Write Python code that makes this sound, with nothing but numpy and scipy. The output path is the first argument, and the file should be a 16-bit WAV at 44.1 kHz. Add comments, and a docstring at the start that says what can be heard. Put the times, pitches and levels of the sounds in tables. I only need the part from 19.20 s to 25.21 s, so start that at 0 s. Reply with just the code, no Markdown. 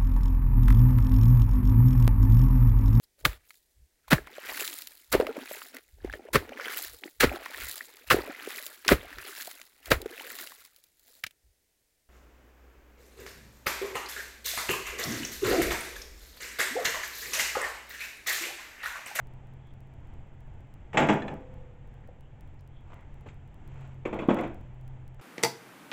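"""A garage, close on a machine's steel handlebar during wiring work. A crimping tool lets go with a clank,
the switch housing rattles against the tube and a loose steel part bounces twice. Fingers tick on wires,
bar and wires faintly creak, squeak and scrape, and a sleeve rustles. The tool goes down on the bench with
a clatter and a thud; a small soft knock comes last. Underneath sit low room air and a far motor's hum,
all through a small camera's dull, faintly ticking microphone."""
import sys
import numpy as np
from scipy import signal
from scipy.fft import rfft, irfft
from scipy.io import wavfile
from scipy.ndimage import uniform_filter1d

SR = 44100
rng = np.random.default_rng(int(sys.argv[2]) if len(sys.argv) > 2 else 0)


def waveform_to_disk(signal):
    """Save audio, clipped to [-1, 1], as 16-bit WAV at the path in sys.argv[1]."""
    frames = np.transpose(np.atleast_2d(signal))
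    scaled = np.clip(frames, -1, 1) * 32767
    samples = np.round(scaled).astype(np.int16)
    wavfile.write(sys.argv[1], SR, samples)


N = 265129
T = np.arange(N) / SR

# clanks on the handlebar, knocks of the tool on the bench: (time [s], level [dB], hardness [0-1])
BAR_HITS = [(1.730, -40.5, 1), (1.742, -25.5, 0.24), (1.771, -14.5, 0.97), (1.798, -19, .3),
            (1.819, -21, 0.5), (1.886, -19, 0.8), (1.893, -18, 0.27), (2.030, -33.5, 0.08),
            (2.080, -36.5, 0.48), (2.110, -36, 0)]
BENCH_HITS = [(4.852, -26.5, 0.94), (4.927, -28, 0.81), (4.955, -35, .15), (4.988, -29, 1),
              (5.015, -29.5, 0), (5.086, -19, 0), (5.103, -21.5, 0.63), (5.164, -27, 0.5),
              (5.186, -24.5, 0.91), (5.212, -32, 0), (5.234, -29.5, 0.91), (5.259, -35.5, 0.6)]
# the clear ringing modes of each body: (frequency [Hz], relative level [dB], t60 [s])
BAR_MODES = [(129.5, -6.5, 0.46), (144.5, -10.5, 0.66), (183, 1.5, 0.11), (218.6, 1.5, 0.23),
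             (263.8, -9, 0.83), (392.6, -1.5, 0.4), (482, -28.5, 4.4), (495, -7.5, 0.073),
             (517, -25.5, 2.57), (656, -7.5, 0.59), (787, -4, 0.28), (838, 6.5, 0.074), (1000, -21, 0.43),
             (1224, -19, 0.2), (1730, -6, 0.14), (1836, -23, 1.5), (1940, -16, 0.21), (2270, -10.5, .16),
             (2930, -30, 0.19), (3350, -36, 0.4), (3350, -21, 0.32)]
BENCH_MODES = [(188.2, -7.5, 0.25), (229, -1.5, 0.13), (304.8, -2, 0.22), (341, 1, 0.14),
               (456.5, -1.5, 0.15), (507, -8.5, 0.18), (600, -3, 0.089), (687, -12, 0.065),
               (1083, -12.5, 0.15), (1524, -24, 0.15), (1980, -18, 0.11), (2420, -16, 0.052),
               (3365, -22.5, 0.074)]
# colour of each body's dense modes and rattle: (frequency [Hz], relative level [dB])
BAR_RATTLE = [(60, -51), (120, -4), (250, -1.5), (330, -2), (600, -2), (880, -3), (1100, -12), (2300, -14),
              (3400, -23), (4200, -39.5), (5200, -38.5), (7500, -34.5)]
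BENCH_RATTLE = [(100, -29), (190, 6), (330, -1), (400, 0.5), (540, 0.5), (760, -4.5), (1080, -9),
                (1600, -18.5), (2500, -25.5), (3400, -30), (4200, -45), (5200, -52.5), (7000, -48)]
# colour of the steel contact's snap on each body: (frequency [Hz], relative level [dB])
BAR_SNAP = [(500, -27), (900, 0.5), (1500, 1.5), (2000, -1), (2350, 0), (2800, -3.5), (3400, -9.5),
            (4200, -25), (5200, -31.5), (7000, -23)]
BENCH_SNAP = [(500, 11.5), (750, -17), (1050, -9), (1600, -27), (2000, 4.5), (2250, 1.5), (2550, 6),
              (2950, -17.5), (3450, -12), (4000, -33), (5200, -34), (6800, -26.5)]
# a harder contact is quicker, brighter, snappier and rattles less: (softest, hardest)
# for rise_s [s], tilt_db_per_octave [dB/octave], snap_db [dB] and rattle_t60 [s]
BAR_CONTACT = dict(rise_s=(0.0028, .0016), tilt_db_per_octave=(-4.5, 2), snap_db=(-16.5, -1),
               rattle_t60=(0.35, 0.14))
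BENCH_CONTACT = dict(rise_s=(0.0024, 0.0017), tilt_db_per_octave=(0.93, 0.96), snap_db=(-25.5, 2),
                 rattle_t60=(0.21, 0.15))
# the surface giving under a hit: (time [s], frequency [Hz], level [dB])
THUDS = [(1.904, 253, -16), (4.854, 553, -22.5), (5.085, 274, -7)]
# bounces of the loose steel part: (time [s], level [dB])
CLINKS = [(2.02, -37.5), (2.080, -37)]
# its bright ring: (frequency [Hz], relative level [dB], t60 [s])
CLINK_MODES = [(1760, 2, 0.071), (2490, -7, 0.077), (2800, -17, .05), (3430, -6, 0.048), (3990, -9, 0.033)]
# finger ticks on wires and fittings, and one tick of the tool being handled: (time [s], frequency [Hz], level
# [dB], t60 [s])
TOUCHES = [(2.838, 1797, -59, 0.064), (2.888, 574, -39, 0.036), (3.392, 4530, -67, .04),
           (4.060, 453, -43, 0.049), (4.087, 2200, -44, .03)]
# sleeve swishes and a small soft knock at the end:
# (peak time [s], half length [s], level [dB], tilt [dB/octave])
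SOFT_BURSTS = [(3.732, 0.049, -57, -1.5), (4.072, 0.0078, -47, -3.5), (4.092, 0.01, -53.5, 3),
               (4.609, 0.084, -59, 0), (5.998, 0.005, -52.5, -0.5)]
# their colour: (frequency [Hz], relative level [dB])
BURST_COLOUR = [(150, -8.5), (400, 1), (1000, -0.5), (1600, -5.5), (2600, -8), (3600, -17.5), (5000, -29.5),
                (7300, -21)]
# faint creaks, squeaks and scrapes from handlebar and wires: (peak time [s], frequency [Hz], level [dB])
CREAKS = [(.48, 3330, -75.5), (3.04, 2880, -74), (3.57, 3270, -74), (3.72, 1060, -62), (3.78, 2040, -67)]
# the far motor's shaft: (time [s], speed [turns/s])
MOTOR_SPEED = [(0, 42.8), (1.1, 44.5), (4.4, 44.3), (5.4, 42.4), (6, 42.8)]
# swell of its main tone, the third harmonic: (time [s], level [dB])
HUM_LEVEL = [(0, -50.5), (.6, -54.5), (3.5, -57), (3.9, -51.5), (4.35, -57), (4.7, -43.5), (5.0, -53),
             (5.7, -47), (6, -50.5)]
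# colour of the room air: (frequency [Hz], relative level [dB])
AIR_COLOUR = [(20, 1), (31, -5), (41, -1), (66, -8.5), (90, -5.5), (135, -10.5), (170, -15), (240, -20),
              (520, -27.5), (880, -26.5), (1100, -35.5), (2100, -37), (3300, -44), (4100, -58),
              (5200, -62.5), (7400, -54)]


def struck_body(hits, modes, rattle_colour, snap_colour, contact, ring_db, rattle_db, snap_t60):
    """Each hit snaps at the steel contact, then rings the body's clear modes and a dense rattle."""
    out, t = np.zeros(N), T[:2 ** 16]
    hz, db, t60 = np.transpose(modes)
    for start, level_db, hardness in hits:
        hit = {name: np.interp(hardness, (0, 1), ends) for name, ends in contact.items()}
        tilt = hit["tilt_db_per_octave"]
        # the point of contact sets each mode's sign and loads it slightly out of tune
        weights = undb(db + tilt * np.log2(hz)) * rng.choice([-1, 1], len(hz))
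        detuned_hz = hz + rng.standard_normal(len(hz)) * 1.09 / t60
        partials = np.sin(2 * np.pi * detuned_hz[:, None] * t) * fade(t, t60[:, None])
        ring = undb(ring_db) * (weights @ partials) / np.linalg.norm(weights)
        rattle = undb(rattle_db) * noise(rattle_colour, len(t), tilt) * fade(t, hit["rattle_t60"])
        snap = undb(hit["snap_db"]) * noise(snap_colour, len(t)) * fade(t, snap_t60)
        add(out, start, undb(level_db) * attack(t, hit["rise_s"]) * (ring + rattle + snap))
    return out


def thuds(swell_s):
    """Weight lands behind a hit: a few heavily damped swings of the surface."""
    out, t = np.zeros(N), T[:2 ** 13]
    push = (t / swell_s) ** 2 * np.exp(2 - 2 * t / swell_s)
    for start, hz, level_db in THUDS:
        add(out, start, undb(level_db) * push * np.sin(2 * np.pi * hz * t))
    return out


def clinks(rise_s, snap_db):
    """A small steel part chatters on each bounce and rings its few high modes."""
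    out, t = np.zeros(N), T[:2 ** 13]
    for start, level_db in CLINKS:
        ring = sum(undb(db) * np.sin(2 * np.pi * (hz * t + rng.random())) * fade(t, t60)
                   for hz, db, t60 in CLINK_MODES)
        snap = undb(snap_db) * noise(BAR_SNAP, len(t), tilt=2.3) * fade(t, t60=0.041)
        add(out, start, undb(level_db) * (ring + snap) * attack(t, rise_s))
    return out


def touches(width):
    """Fingers flick a wire or a fitting, or the tool is handled: one dull tick each."""
    out, t = np.zeros(N), T[:2 ** 13]
    for start, hz, level_db, t60 in TOUCHES:
        envelope = attack(t, rise_s=0.00096) * fade(t, t60)
        add(out, start, undb(level_db) * envelope * resonant_noise(hz, width, len(t)))
    return out


def handling(grain_db, creak_width_hz, creak_half_s):
    """Grainy swells of noise: sleeve swishes, a soft knock, and creaks from handlebar and wires."""
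    out, t = np.zeros(N), T[:2 ** 15]
    middle = t[-1] / 2
    swell = lambda half_s: np.exp(-0.5 * ((t - middle) / half_s) ** 2)
    for peak, half_s, level_db, tilt in SOFT_BURSTS:
        burst = noise(BURST_COLOUR, len(t), tilt)
        add(out, peak - middle, undb(level_db) * swell(half_s) * burst)
    for peak, hz, level_db in CREAKS:
        creak = resonant_noise(hz, creak_width_hz / hz, len(t))
        add(out, peak - middle, undb(level_db) * swell(creak_half_s) * creak)
    return out * undb(grain_db * drift(250))


def garage(x, t60, wet_db, crossover_hz, treble_life):
    """A cluttered wooden room: a diffuse tail whose treble dies first."""
    t = T[:SR]
    wash = rng.standard_normal(len(t))
    lows = butterworth(wash, "low", crossover_hz, order=1)
    tail = lows * fade(t, t60) + (wash - lows) * fade(t, t60 * treble_life)
    tail *= attack(t, rise_s=0.0048)
    return x + undb(wet_db) * signal.fftconvolve(x, tail / np.linalg.norm(tail))[:N]


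def motor_hum(waver_db, second_db):
    """A far motor: the third harmonic of its shaft wavers over a weaker second."""
    speed = np.interp(T, *np.transpose(MOTOR_SPEED)) * (1 + 0.007 * drift(11))
    angle = 2 * np.pi * np.cumsum(speed) / SR
    third = undb(np.interp(T, *np.transpose(HUM_LEVEL)) + waver_db * drift(12)) * np.sin(3 * angle)
    second = undb(second_db + waver_db * drift(6)) * np.sin(2 * angle)
    return np.sqrt(2) * (third + second)


def room_air(level_db, waver_db):
    """A bed of dark noise whose level breathes gently."""
    return noise(AIR_COLOUR, N) * undb(level_db + waver_db * drift(5.676))


def noise(colour, size, tilt=0):
    """Noise of rms 1 with a (frequency [Hz], level [dB]) colour, tilted in dB per octave."""
    hz, db = np.transpose(colour)
    octave = np.log2(np.maximum(np.fft.rfftfreq(size, 1 / SR), 1))
    shape_db = np.interp(octave, np.log2(hz), db)
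    shape_db += tilt * np.clip(octave, np.log2(hz[0]), np.log2(hz[-1]))
    return unit(irfft(rfft(rng.standard_normal(size)) * undb(shape_db), size))


def resonant_noise(hz, width, size):
    """Noise of rms 1 in one resonance; width is a share of its frequency."""
    b, a = signal.iirpeak(hz, 1 / width, fs=SR)
    return unit(signal.lfilter(b, a, signal.lfilter(b, a, rng.standard_normal(size))))


def drift(rate_hz):
    """A random modulator of rms 1: sample and hold, smoothed twice."""
    hold = int(SR / rate_hz)
    steps = np.repeat(rng.standard_normal(N // hold + 1), hold)
    return unit(uniform_filter1d(uniform_filter1d(steps, hold), hold)[:N])


def butterworth(x, kind, hz, order):
    """Low-pass or high-pass filter."""
    return signal.sosfilt(signal.butter(order, hz, kind, fs=SR, output="sos"), x)


def attack(t, rise_s):
    """Onset that eases up to full level."""
    return 1 - np.exp(-t / rise_s)


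def fade(t, t60):
    """Exponential decay, 60 dB down at t60."""
    return np.exp(-np.log(1000) * t / t60)


def undb(db):
    """Decibels to gain."""
    return 10 ** (np.asarray(db) / 20)


def unit(x):
    """Scale to rms 1."""
    return x / np.sqrt(np.mean(x ** 2))


def add(out, start_s, x):
    """Mix x into out from start_s."""
    i = int(start_s * SR)
    out[i:i + len(x)] += x[:N - i]


def scene():
    """Tool and hands up front in the garage, over a bed of air and hum."""
    bar = struck_body(BAR_HITS, BAR_MODES, BAR_RATTLE, BAR_SNAP, BAR_CONTACT,
                      ring_db=-2.5, rattle_db=-0.5, snap_t60=0.076)
    bench = struck_body(BENCH_HITS, BENCH_MODES, BENCH_RATTLE, BENCH_SNAP, BENCH_CONTACT,
                        ring_db=1.0, rattle_db=-1.5, snap_t60=0.064)
    # the hits keep little below the bodies' lowest modes
    bar = butterworth(bar, "high", hz=109, order=4)
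    bench = butterworth(bench, "high", hz=152, order=4)
    impacts = bar + bench + thuds(swell_s=0.003)
    foley = touches(width=0.39) + handling(grain_db=3.0, creak_width_hz=340, creak_half_s=0.035)
    work = garage(impacts + foley, t60=0.43, wet_db=-7, crossover_hz=2000, treble_life=0.7)
    # the loose part lies close to the microphone, so it stays dry
    loose_part = clinks(rise_s=0.0011, snap_db=-1)
    bed = room_air(level_db=-46, waver_db=1.1) + motor_hum(waver_db=2, second_db=-58)
    return (work + loose_part + bed)[None]


def record(dry):
    """A dull microphone with faint hiss; one sample sags and jumps between the camera's audio blocks."""
    microphone_hz, top_hz = 7700, 16200
    first_seam_s, block_s = 0.0049, 0.066755
    x = signal.sosfilt(signal.ellip(8, 0.2, 70, microphone_hz, fs=SR, output="sos"), dry)
    seams = (np.arange(first_seam_s, T[-1], block_s) * SR).astype(int)
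    x[:, seams] = 0.4 * x[:, seams] + undb(-53.5) * rng.laplace(size=len(seams))
    hiss = undb(-94) * rng.standard_normal(N)
    return signal.sosfilt(signal.ellip(8, 0.2, 70, top_hz, fs=SR, output="sos"), x + hiss)


dry = scene()
out = record(dry)
waveform_to_disk(out)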